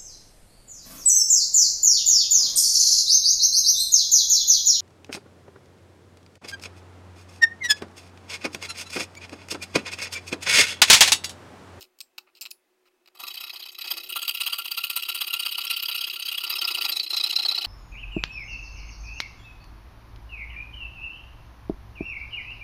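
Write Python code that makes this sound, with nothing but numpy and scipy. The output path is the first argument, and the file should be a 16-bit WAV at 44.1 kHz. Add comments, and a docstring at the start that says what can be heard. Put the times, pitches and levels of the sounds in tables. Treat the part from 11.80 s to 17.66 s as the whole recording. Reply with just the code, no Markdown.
"""A fret saw cutting a thin stick

The stick is clamped to a bench, close by in a small room. The blade scrapes and pings as it is worked
out of its old kerf (the slot a saw cuts), then saws from the edge in quick, short strokes. In each
stroke the teeth speed up and slow down, plucking stick and blade so that both ring. Some return
strokes squeal, the clamp shudders, and near the end the saw turns."""
import sys
import numpy as np
from scipy import signal
from scipy.fft import rfft, irfft, next_fast_len
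from scipy.io import wavfile
from scipy.ndimage import uniform_filter1d, map_coordinates

SR = 44100
rng = np.random.default_rng(int(sys.argv[2]) if len(sys.argv) > 2 else 0)


def wav_record(signal):
    """Record a signal, one row per channel, as 16-bit PCM in the file named by sys.argv[1]."""
    frames = np.transpose(np.atleast_2d(signal))
    bounded = np.clip(frames, -1, 1)
    # unit amplitude maps onto the largest positive 16-bit level
    quanta = np.round(bounded * 32767).astype(np.int16)
    wavfile.write(sys.argv[1], SR, quanta)


N = 258426

# Background noise of the room: pitch_hz, level_db
AIR_COLOUR = [(25, -46), (165, -30), (240, -4.5), (360, -16.5), (450, -7.5), (2500, -13), (15800, -35)]
# Faint tones in the room: pitch_hz, level_db
HUM_TONES = [(366, -71.5), (2589, -86)]
# Low shudder of clamp and bench: time_s, level_db
SHUDDER_LEVELS = [(0, -54), (.09, -75), (2.0, -76.5), (2.15, -58.5), (2.32, -61.5), (2.55, -75), (4.6, -68),
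                  (5.05, -53.5), (5.25, -64.5), (5.86, -59)]
# Colour of that shudder: pitch_hz, level_db
SHUDDER_COLOUR = [(20, -14.5), (90, -27), (170, -28), (290, -10.5), (362, 3.5), (410, -10.5), (650, -13),
                  (1100, -24.5)]
# The saw's three bands (low knock, middle rasp, high hiss): low_hz, high_hz
BANDS = [(200, 1800), (1800, 5900), (5900, 17000)]
# The loose blade brushes the wood: start_s, length_s, rasp_db, hiss_over_rasp_db, knock_over_rasp_db
SCRAPES = [(0.009, 0.02, -46, 1, -15), (0.031, 0.023, -58, -2, -10), (0.188, 0.003, -60, 9, -20),
           (0.2049, 0.0095, -39, 0.5, -18.5), (0.38, 0.012, -38.5, -6.5, -9), (0.468, 0.035, -75, -23, 9),
           (0.551, 0.038, -56.5, -7, -16), (0.611, 0.018, -43, 5, -18.5), (0.631, 0.014, -51.5, 0, -8),
           (0.654, 0.02, -42, -6, -11.5), (0.707, 0.0096, -52, 11, -26), (0.714, 0.0033, -40.5, 2.5, -26),
           (1.056, 0.031, -68.5, -5, 1), (1.259, 0.006, -57.5, -10, -9), (1.275, 0.013, -55.5, -8, -5)]
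# Colour of those scrapes: pitch_hz, level_db
SCRAPE_COLOUR = [(180, -71), (300, -28), (1010, -20), (1360, -15), (1680, -27), (2590, 15), (3610, 4),
                 (3920, 14), (5200, 7), (5940, -12.5), (7870, -12.5), (8840, -14.5), (10600, -24),
                 (13200, -9), (15800, -18)]
# The blade springs free: start_s, level_db, pitch_hz
PINGS = [(0.206, -58, 8100), (0.618, -50, 7628), (0.714, -57, 11030)]
# The tones in one ping: pitch_ratio, level_db, fade_s (time to fall 60 dB)
PING_TONES = [(.435, -3, 0.048), (0.931, -3, 0.21), (0.997, 13.5, 0.09), (1.38, -21, 0.14),
              (1.997, -18, 0.12)]
# Runs of even sawing: start_s, cycles (cut and return), limp_db (cuts are stronger and weaker in turn)
RUNS = [(1.345, 1, 0.5), (1.388, 2, -1), (1.531, 3, -1), (1.723, 10, 1), (2.349, 4, 2), (2.596, 4, 0.5),
        (2.839, 5, -0.5), (3.155, 8, 1.8), (3.646, 6, 1.7), (4.016, 11, 0), (4.69, 3, 1.5), (4.867, 2, 1),
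        (5.001, 3, 0.5), (5.223, 3, 0), (5.426, 4, 1.2), (5.675, 3, 0)]
# How hard the teeth press in on the cutting strokes: time_s, rasp_db
CUT_PRESSURE = [(1.34, -61.5), (1.39, -39.5), (1.85, -42), (1.91, -49), (2.1, -29.5), (2.23, -41.5),
                (2.35, -31.5), (2.53, -31.5), (2.66, -26.9), (2.84, -33.5), (2.97, -29.5), (4.2, -30.5),
                (4.32, -36), (4.69, -29), (5.151, -28), (5.219, -35), (5.36, -25), (5.799, -28)]
# How hard they drag on the way back, more as the kerf binds: time_s, rasp_db
RETURN_PRESSURE = [(1.37, -55.5), (1.43, -40), (1.57, -36.5), (1.95, -45.5), (2.011, -34), (2.26, -45.5),
                   (2.32, -35), (2.44, -37), (2.63, -33.5), (2.75, -40), (4.23, -30.5), (4.35, -35),
                   (4.48, -27.5), (4.54, -35.5), (5.19, -27), (5.26, -36), (5.33, -29.5), (5.84, -28)]
# Colour of the cutting strokes: time_s, hiss_over_rasp_db, knock_over_rasp_db
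CUT_TONE = [(1.34, -1, -1.5), (1.53, -2.5, -21.5), (1.73, -10, -11.6), (2.29, -3, -12.5), (3.28, -5.5, -15),
            (3.95, -6, -17.5), (5.08, -8, -18.5), (5.22, -10, -23.5), (5.8, -17, -24)]
# Colour of the return strokes: time_s, hiss_over_rasp_db, knock_over_rasp_db
RETURN_TONE = [(1.37, -10.5, -6.5), (1.5, -10.7, -16), (2.57, -8, -25.5), (2.75, -6.5, -19.5),
               (4.29, -12.5, -22.5), (5.04, -11.5, -9.5), (5.19, -18, -29.5), (5.33, -17, -18),
               (5.84, -16.5, -12.5)]
# The teeth snag (+) or skid (-): time_s, extra_rasp_db, extra_hiss_db, extra_knock_db
SNAGS = [(1.4, 0, 0, 2), (1.44, 2.5, 7, 7), (1.93, -4, 8, 1), (2.06, 0.5, -3.5, 3), (2.23, -2, -2, -12),
         (2.49, 1.5, 1, -3.5), (2.55, 0, -0.5, -5), (2.61, 0.5, 3.5, -2.5), (2.98, 3, -0.5, 1),
         (3.17, -0.5, 5.5, -1), (3.36, 1, 3.5, 1.5), (3.42, 2.5, 0.5, -1.5), (3.91, 1.5, -0.5, 1.5),
         (4.67, 1, -2.5, 5), (5.05, 3, 3.5, -3), (5.24, 0, 0, -6), (5.34, 0.5, 0, 3)]
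# Where stick and blade ring, for each seat of the blade: pitch_hz, width_hz, edge_db, deep_db, turned_db
RESONANCES = [(793, 147, -7, -18.5, -15), (966, 45, -2, -11, -18.5), (1189, 90, -2.5, -8.5, -19),
              (1367.3, 25.4, -4, -1, -16), (2070, 272, -9.5, -15, -16.5), (2550, 77, 1, -1, -9),
              (2798, 190, -10.5, -1.5, -14), (3215, 274, -3, -3.5, -9), (3886, 61, 4, 0, 0),
              (4050, 114, -3.5, -6.5, 4), (4665, 213, -1.5, -3.5, -10), (4966, 185, -6, -30.5, -7.5),
              (5324, 167, -8, -14, -11.5), (6530, 335, -14.5, -15, -22), (7990, 440, -17.5, -14, -23),
              (8957, 184, -12, -4, -21), (10050, 720, -21.5, -14, -25.5), (11870, 520, -10.5, -8, -23),
              (13170, 330, -7.5, -2, -19), (14400, 670, -17, -7.5, -40), (14600, 500, -22, -25.5, -30)]
# Rough rate of passing teeth in mid-stroke, for each seat: edge_hz, deep_hz, turned_hz
TOOTH_HZ = [1464, 1507, 1387]
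# When the blade changes its seat in the wood: sinks_in_s, turns_s
SEAT_CHANGES = [2.284, 5.114]
# The squeal of the return strokes: time_s, level_over_rasp_db, pitch_hz
SQUEAL_CURVE = [(1.499, -30, 4310), (1.8, 5, 4230), (2.302, -36, 4660), (4.18, -3, 5250),
                (4.401, -15, 5034), (4.85, 3, 5200), (5.25, 1, 4410)]
# The room's echo: pitch_hz, fade_s (time to fall 60 dB)
ECHO_FADES = [(200, 0.58), (2500, 0.092), (12000, 0.17)]

TWIST_START_S, LAST_STOP_S = 4.65, 5.868  # the hand starts to twist the saw; the sawing ends
CUT_SHARE = .52  # part of a cycle taken by the cutting stroke
CUT_PEAK, RETURN_PEAK, PUSH_WIDTH = 0.49, 0.26, 0.41  # the hand's push, in parts of a stroke
STUTTER_DB, RETURN_STUTTER_DB = 2.2, 1.0  # teeth catch in the grain; extra on the way back
SLACKENING_DB, TICK_DB = 7, 13.5  # a scrape's fall in level; its first tooth landing, over the scrape
AIR_DB, SHAKE_DB, ECHO_DB = -75, -24.5, -15  # room noise; shudder over knock; echo over saw
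TOP_HZ = 15950


def amp(db):
    """Turn decibels into a gain."""
    return 10 ** (np.asarray(db) / 20)


def unit(x):
    """Scale a signal to an average power of 1."""
    return x / np.sqrt(np.mean(x ** 2) + 1e-20)


def at_pitch(points, hz):
    """Read between (pitch_hz, value) points on a log pitch scale."""
    pitches, values = np.transpose(points)
    return np.interp(np.log(hz + 1), np.log(pitches + 1), values)


def at_time(curve, time_s):
    """Read each value column of a (time_s, values...) table at the given time."""
    times, *columns = np.transpose(curve)
    return [np.interp(time_s, times, column) for column in columns]


def wobble(rate_hz):
    """A smooth curve through rate_hz random points a second."""
    points = rng.standard_normal(int(N * rate_hz / SR) + 4)
    return map_coordinates(points, [np.arange(N) * rate_hz / SR])


def filtered(x, response):
    """Scale each frequency in x by response(hz)."""
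    size = next_fast_len(N + SR // 2)
    return irfft(rfft(x, size) * response(np.fft.rfftfreq(size, 1 / SR)), size)[:N]


def noise(colour):
    """Steady noise with a (pitch_hz, level_db) colour."""
    return unit(filtered(rng.standard_normal(N), lambda hz: amp(at_pitch(colour, hz))))


def ring(force, response, band, size=8192):
    """A pushed object rings on after the push; this gives one band of that sound."""
    hz = np.fft.rfftfreq(size, 1 / SR) + 1
    low_hz, high_hz = band
    gain = response(hz) / np.sqrt((1 + (low_hz / hz) ** 20) * (1 + (hz / high_hz) ** 20))
    # fold the filter in time so that nothing rings before the push
    cepstrum = irfft(np.log(gain / gain.max() + 1e-4))
    cepstrum[1:size // 2] *= 2
    cepstrum[size // 2 + 1:] = 0
    one_tap = irfft(np.exp(rfft(cepstrum)))
    return signal.oaconvolve(force, one_tap / np.linalg.norm(one_tap))[:N]


def room_air():
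    """Quiet room noise with a faint hum that wavers."""
    t = np.arange(N) / SR
    hum = sum(amp(db + 2.9 * wobble(7.9)) * np.sin(2 * np.pi * hz * t + 0.66 * wobble(18))
              for hz, db in HUM_TONES)
    return amp(AIR_DB) * noise(AIR_COLOUR) + hum


def clamp_shudder(strokes, stroke_no, bite):
    """Clamp and bench shudder at their own low pitch; hard strokes shake them more."""
    base_db, = at_time(SHUDDER_LEVELS, np.arange(N) / SR)
    _, rasp_db, _, knock_db, _ = strokes.T
    shake = bite * amp((rasp_db + knock_db)[stroke_no] + SHAKE_DB)
    return (amp(base_db) * (1 + .5 * bite) + shake) * noise(SHUDDER_COLOUR)


def tearing_fibres(rate_hz, spread_db=5.0):
    """Wood fibres tear in tiny, uneven bursts of noise."""
    return unit(rng.standard_normal(N) * amp(spread_db * wobble(rate_hz)))


def blade_scrapes():
    """A few teeth land on the wood with a tick, then scrape as the pressure eases."""
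    t = np.arange(N) / SR
    fibres = tearing_fibres(rate_hz=850)
    forces = np.zeros((len(BANDS), N))
    for start_s, length_s, rasp_db, hiss_db, knock_db in SCRAPES:
        touching = (t >= start_s) & (t < start_s + length_s)
        easing_db = SLACKENING_DB * (.4 - (t[touching] - start_s) / length_s)
        pressure = amp(rasp_db + easing_db + np.array([[knock_db], [0], [hiss_db]]))
        forces[:, touching] = pressure * unit(fibres[touching])
        forces[:, np.argmax(touching)] += pressure[:, 0] * amp(TICK_DB)
    colour = lambda hz: amp(at_pitch(SCRAPE_COLOUR, hz))
    return sum(ring(force, colour, band) for force, band in zip(forces, BANDS))


def blade_pings():
    """The tight blade springs free and rings; its pitch depends on where the wood last held it."""
    out, t = np.zeros(N), np.arange(SR // 2) / SR
    for start_s, ping_db, hz in PINGS:
        for ratio, tone_db, fade_s in PING_TONES:
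            if hz * ratio < TOP_HZ:
                fade = amp(ping_db + tone_db - 60 * t / fade_s)
                out[round(start_s * SR):][:len(t)] += fade * np.sin(2 * np.pi * hz * ratio * t)
    return out


def plan_strokes():
    """Cuts and returns in turn: start_s, rasp_db, hiss_over_rasp_db, knock_over_rasp_db, push_peak."""
    ends = [run[0] for run in RUNS[1:]] + [LAST_STOP_S]
    rows = []
    for (first_s, cycles, limp_db), end_s in zip(RUNS, ends):
        cycle_s = (end_s - first_s) / round(cycles)
        for k in range(round(cycles)):
            cut = first_s + k * cycle_s, CUT_PRESSURE, CUT_TONE, CUT_PEAK, limp_db * (-1) ** k
            back = first_s + (k + CUT_SHARE) * cycle_s, RETURN_PRESSURE, RETURN_TONE, RETURN_PEAK, 0
            for start_s, pressure, tone, push_peak, accent_db in cut, back:
                rasp_db, = at_time(pressure, start_s)
                hiss_db, knock_db = at_time(tone, start_s)
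                rows.append((start_s, rasp_db + accent_db, hiss_db, knock_db + accent_db, push_peak))
    strokes = np.array(rows)
    for time_s, *extra_db in SNAGS:
        strokes[np.searchsorted(strokes[:, 0], time_s) - 1, 1:4] += extra_db
    column_spread = [0, .5, .6, 1.9, .05]  # no two strokes are alike
    return strokes + column_spread * rng.standard_normal(strokes.shape)


def blade_motion(strokes):
    """For each sample: the stroke under way, the blade's speed (0-1) and how hard the teeth bite."""
    t = np.arange(N) / SR
    turns_s = np.append(strokes[:, 0], LAST_STOP_S)
    started = t > turns_s[0]
    strokes_done = np.interp(t, turns_s, np.arange(len(turns_s)))
    stroke_no = np.minimum(strokes_done.astype(int), len(strokes) - 1)
    progress = strokes_done - stroke_no
    speed = np.abs(np.sin(np.pi * progress))  # the blade stands still at each end
    push_peak = strokes[stroke_no, 4]
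    push = np.exp(-((progress - push_peak) / PUSH_WIDTH) ** 2)
    bite = speed ** 0.55 * (push + 0.24) + 0.013  # a little bite is left without push or speed
    # early in a stroke the teeth stick for a moment, then break free at once
    bite *= np.where(progress > .45 * push_peak, 1, 0.55) * started
    bite *= amp((STUTTER_DB + RETURN_STUTTER_DB * (stroke_no % 2)) * wobble(230))
    stroke_power = np.bincount(stroke_no, bite ** 2) / np.bincount(stroke_no, started)
    return stroke_no, speed, bite / np.sqrt(stroke_power[stroke_no])


def blade_seats(start_s):
    """How the blade sits in each stroke: 0 on an edge, 1 deep in the kerf, 2 turned."""
    seats = np.searchsorted(SEAT_CHANGES, start_s + .01)
    returning = np.arange(len(start_s)) % 2 == 1
    # once the saw twists, the light return strokes ride up on the edge of the kerf
    return np.where(returning & (start_s > TWIST_START_S) & (seats == 1), 0, seats)


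def stick_and_blade(hz, seat):
    """How strongly stick and blade ring at each pitch, for one seat of the blade."""
    resonances = np.array(RESONANCES)
    pitch_hz, width_hz = resonances[:, :1], resonances[:, 1:2]
    peaks = (1 + ((hz - pitch_hz) / width_hz) ** 2) ** -2
    return np.sqrt(amp(resonances[:, 2 + seat]) ** 2 @ peaks)


def tooth_pulses(rate_hz, timing_spread=.02, spread_db=1.4, count=16000):
    """One pulse for each tooth that meets the wood, a little uneven in time and size."""
    chance = rng.standard_normal((count, 2))
    teeth_passed = np.cumsum(rate_hz) / SR
    hits = np.interp(np.arange(count) + timing_spread * chance[:, 0], teeth_passed, np.arange(N))
    inside = (hits > 8) & (hits < N - 9)
    hits, sizes = hits[inside, None], amp(spread_db * chance[inside, 1:])
    nearby = hits.astype(int) + np.arange(-7, 9)  # a hit between samples is shared among its neighbours
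    pulses = np.bincount(nearby.ravel(), (sizes * np.sinc(nearby - hits)).ravel(), N)
    return unit(pulses / np.sqrt(rate_hz))


def shimmer(x, depth_db, size=256):
    """As the contact slides along the blade, narrow bands of its ring swell and fade."""
    hz, _, spectrum = signal.stft(x, SR, nperseg=size)
    swell = uniform_filter1d(rng.standard_normal(spectrum.shape), size=4, axis=0)  # smooth over pitch
    swell = unit(uniform_filter1d(swell, size=3, axis=1))  # and over time
    spread_db = depth_db * np.minimum(hz / 8000, 1)[:, None] ** .7
    gain = amp(spread_db * swell)
    gain /= np.sqrt(np.mean(gain ** 2, axis=1, keepdims=True))
    return signal.istft(spectrum * gain, nperseg=size)[1][:N]


def sawing(strokes, stroke_no, speed, bite):
    """Teeth and tearing fibres set stick and blade ringing: a low knock, a rasp and a hiss."""
    start_s, rasp_db, hiss_db, knock_db, _ = strokes.T
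    seats = blade_seats(start_s)
    mid_stroke_hz = np.array(TOOTH_HZ)[seats] * np.exp(.05 * rng.standard_normal(len(start_s)))
    # the tooth rate rises and falls with the blade's speed, and stumbles in the grain
    stumble = np.exp(.04 * wobble(130) + .025 * wobble(650))
    pulses = tooth_pulses(mid_stroke_hz[stroke_no] * (speed ** .5 + .02) * stumble)
    # hard, hissy strokes tear the wood; light ones glide over it and squeak
    tearing = np.interp(hiss_db, [-12, -3], [.2, .5])[stroke_no]
    band_levels_db = [rasp_db + knock_db, rasp_db, rasp_db + hiss_db]
    out = np.zeros(N)
    for band, level_db, roughness in zip(BANDS, band_levels_db, [1.5, 1, .7]):
        torn_share = roughness * tearing
        force = np.sqrt(1 - torn_share) * pulses + np.sqrt(torn_share) * tearing_fibres(rate_hz=1800)
        force *= bite * amp(level_db[stroke_no])
        for seat in np.unique(seats):
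            out += ring(force * (seats[stroke_no] == seat), lambda hz: stick_and_blade(hz, seat), band)
    return shimmer(out, depth_db=5.0)


def blade_squeal(strokes, stroke_no, speed, bite):
    """Going back, the blade's side sticks and slips on the kerf wall: a shaky tone that rises and falls."""
    over_rasp_db, pitch_hz = at_time(SQUEAL_CURVE, np.arange(N) / SR)
    waver = np.exp(.035 * wobble(150) + .025 * wobble(900))
    hz = pitch_hz * speed ** .13 * waver
    level_db = strokes[stroke_no, 1] + over_rasp_db + 4.1 * wobble(92)
    returning = stroke_no % 2
    return returning * bite * speed * amp(level_db) * np.sin(2 * np.pi * np.cumsum(hz) / SR)


def room_echo(x, delay_s=0.003):
    """The walls answer with a short echo in which the bass lasts longest."""
    hz, t, spectrum = signal.stft(rng.standard_normal(SR // 2), SR, nperseg=256)
    fade = amp(-60 * t / at_pitch(ECHO_FADES, hz)[:, None])
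    tail = signal.istft(spectrum * fade, SR, nperseg=256)[1]
    tail = np.pad(tail, (round(delay_s * SR), 0))
    return signal.fftconvolve(x, tail / np.linalg.norm(tail))[:N]


def scene():
    """Mix the saw, its echo, the clamp and the room noise into one channel."""
    strokes = plan_strokes()
    stroke_no, speed, bite = blade_motion(strokes)
    saw = sawing(strokes, stroke_no, speed, bite) + blade_squeal(strokes, stroke_no, speed, bite)
    saw += blade_scrapes() + blade_pings()
    echo = amp(ECHO_DB) * room_echo(saw)
    return (saw + echo + clamp_shudder(strokes, stroke_no, bite) + room_air())[None]


def record(dry):
    """Remove the treble above TOP_HZ."""
    return np.array([filtered(channel, lambda hz: hz < TOP_HZ) for channel in dry])


dry = scene()
out = record(dry)
wav_record(out)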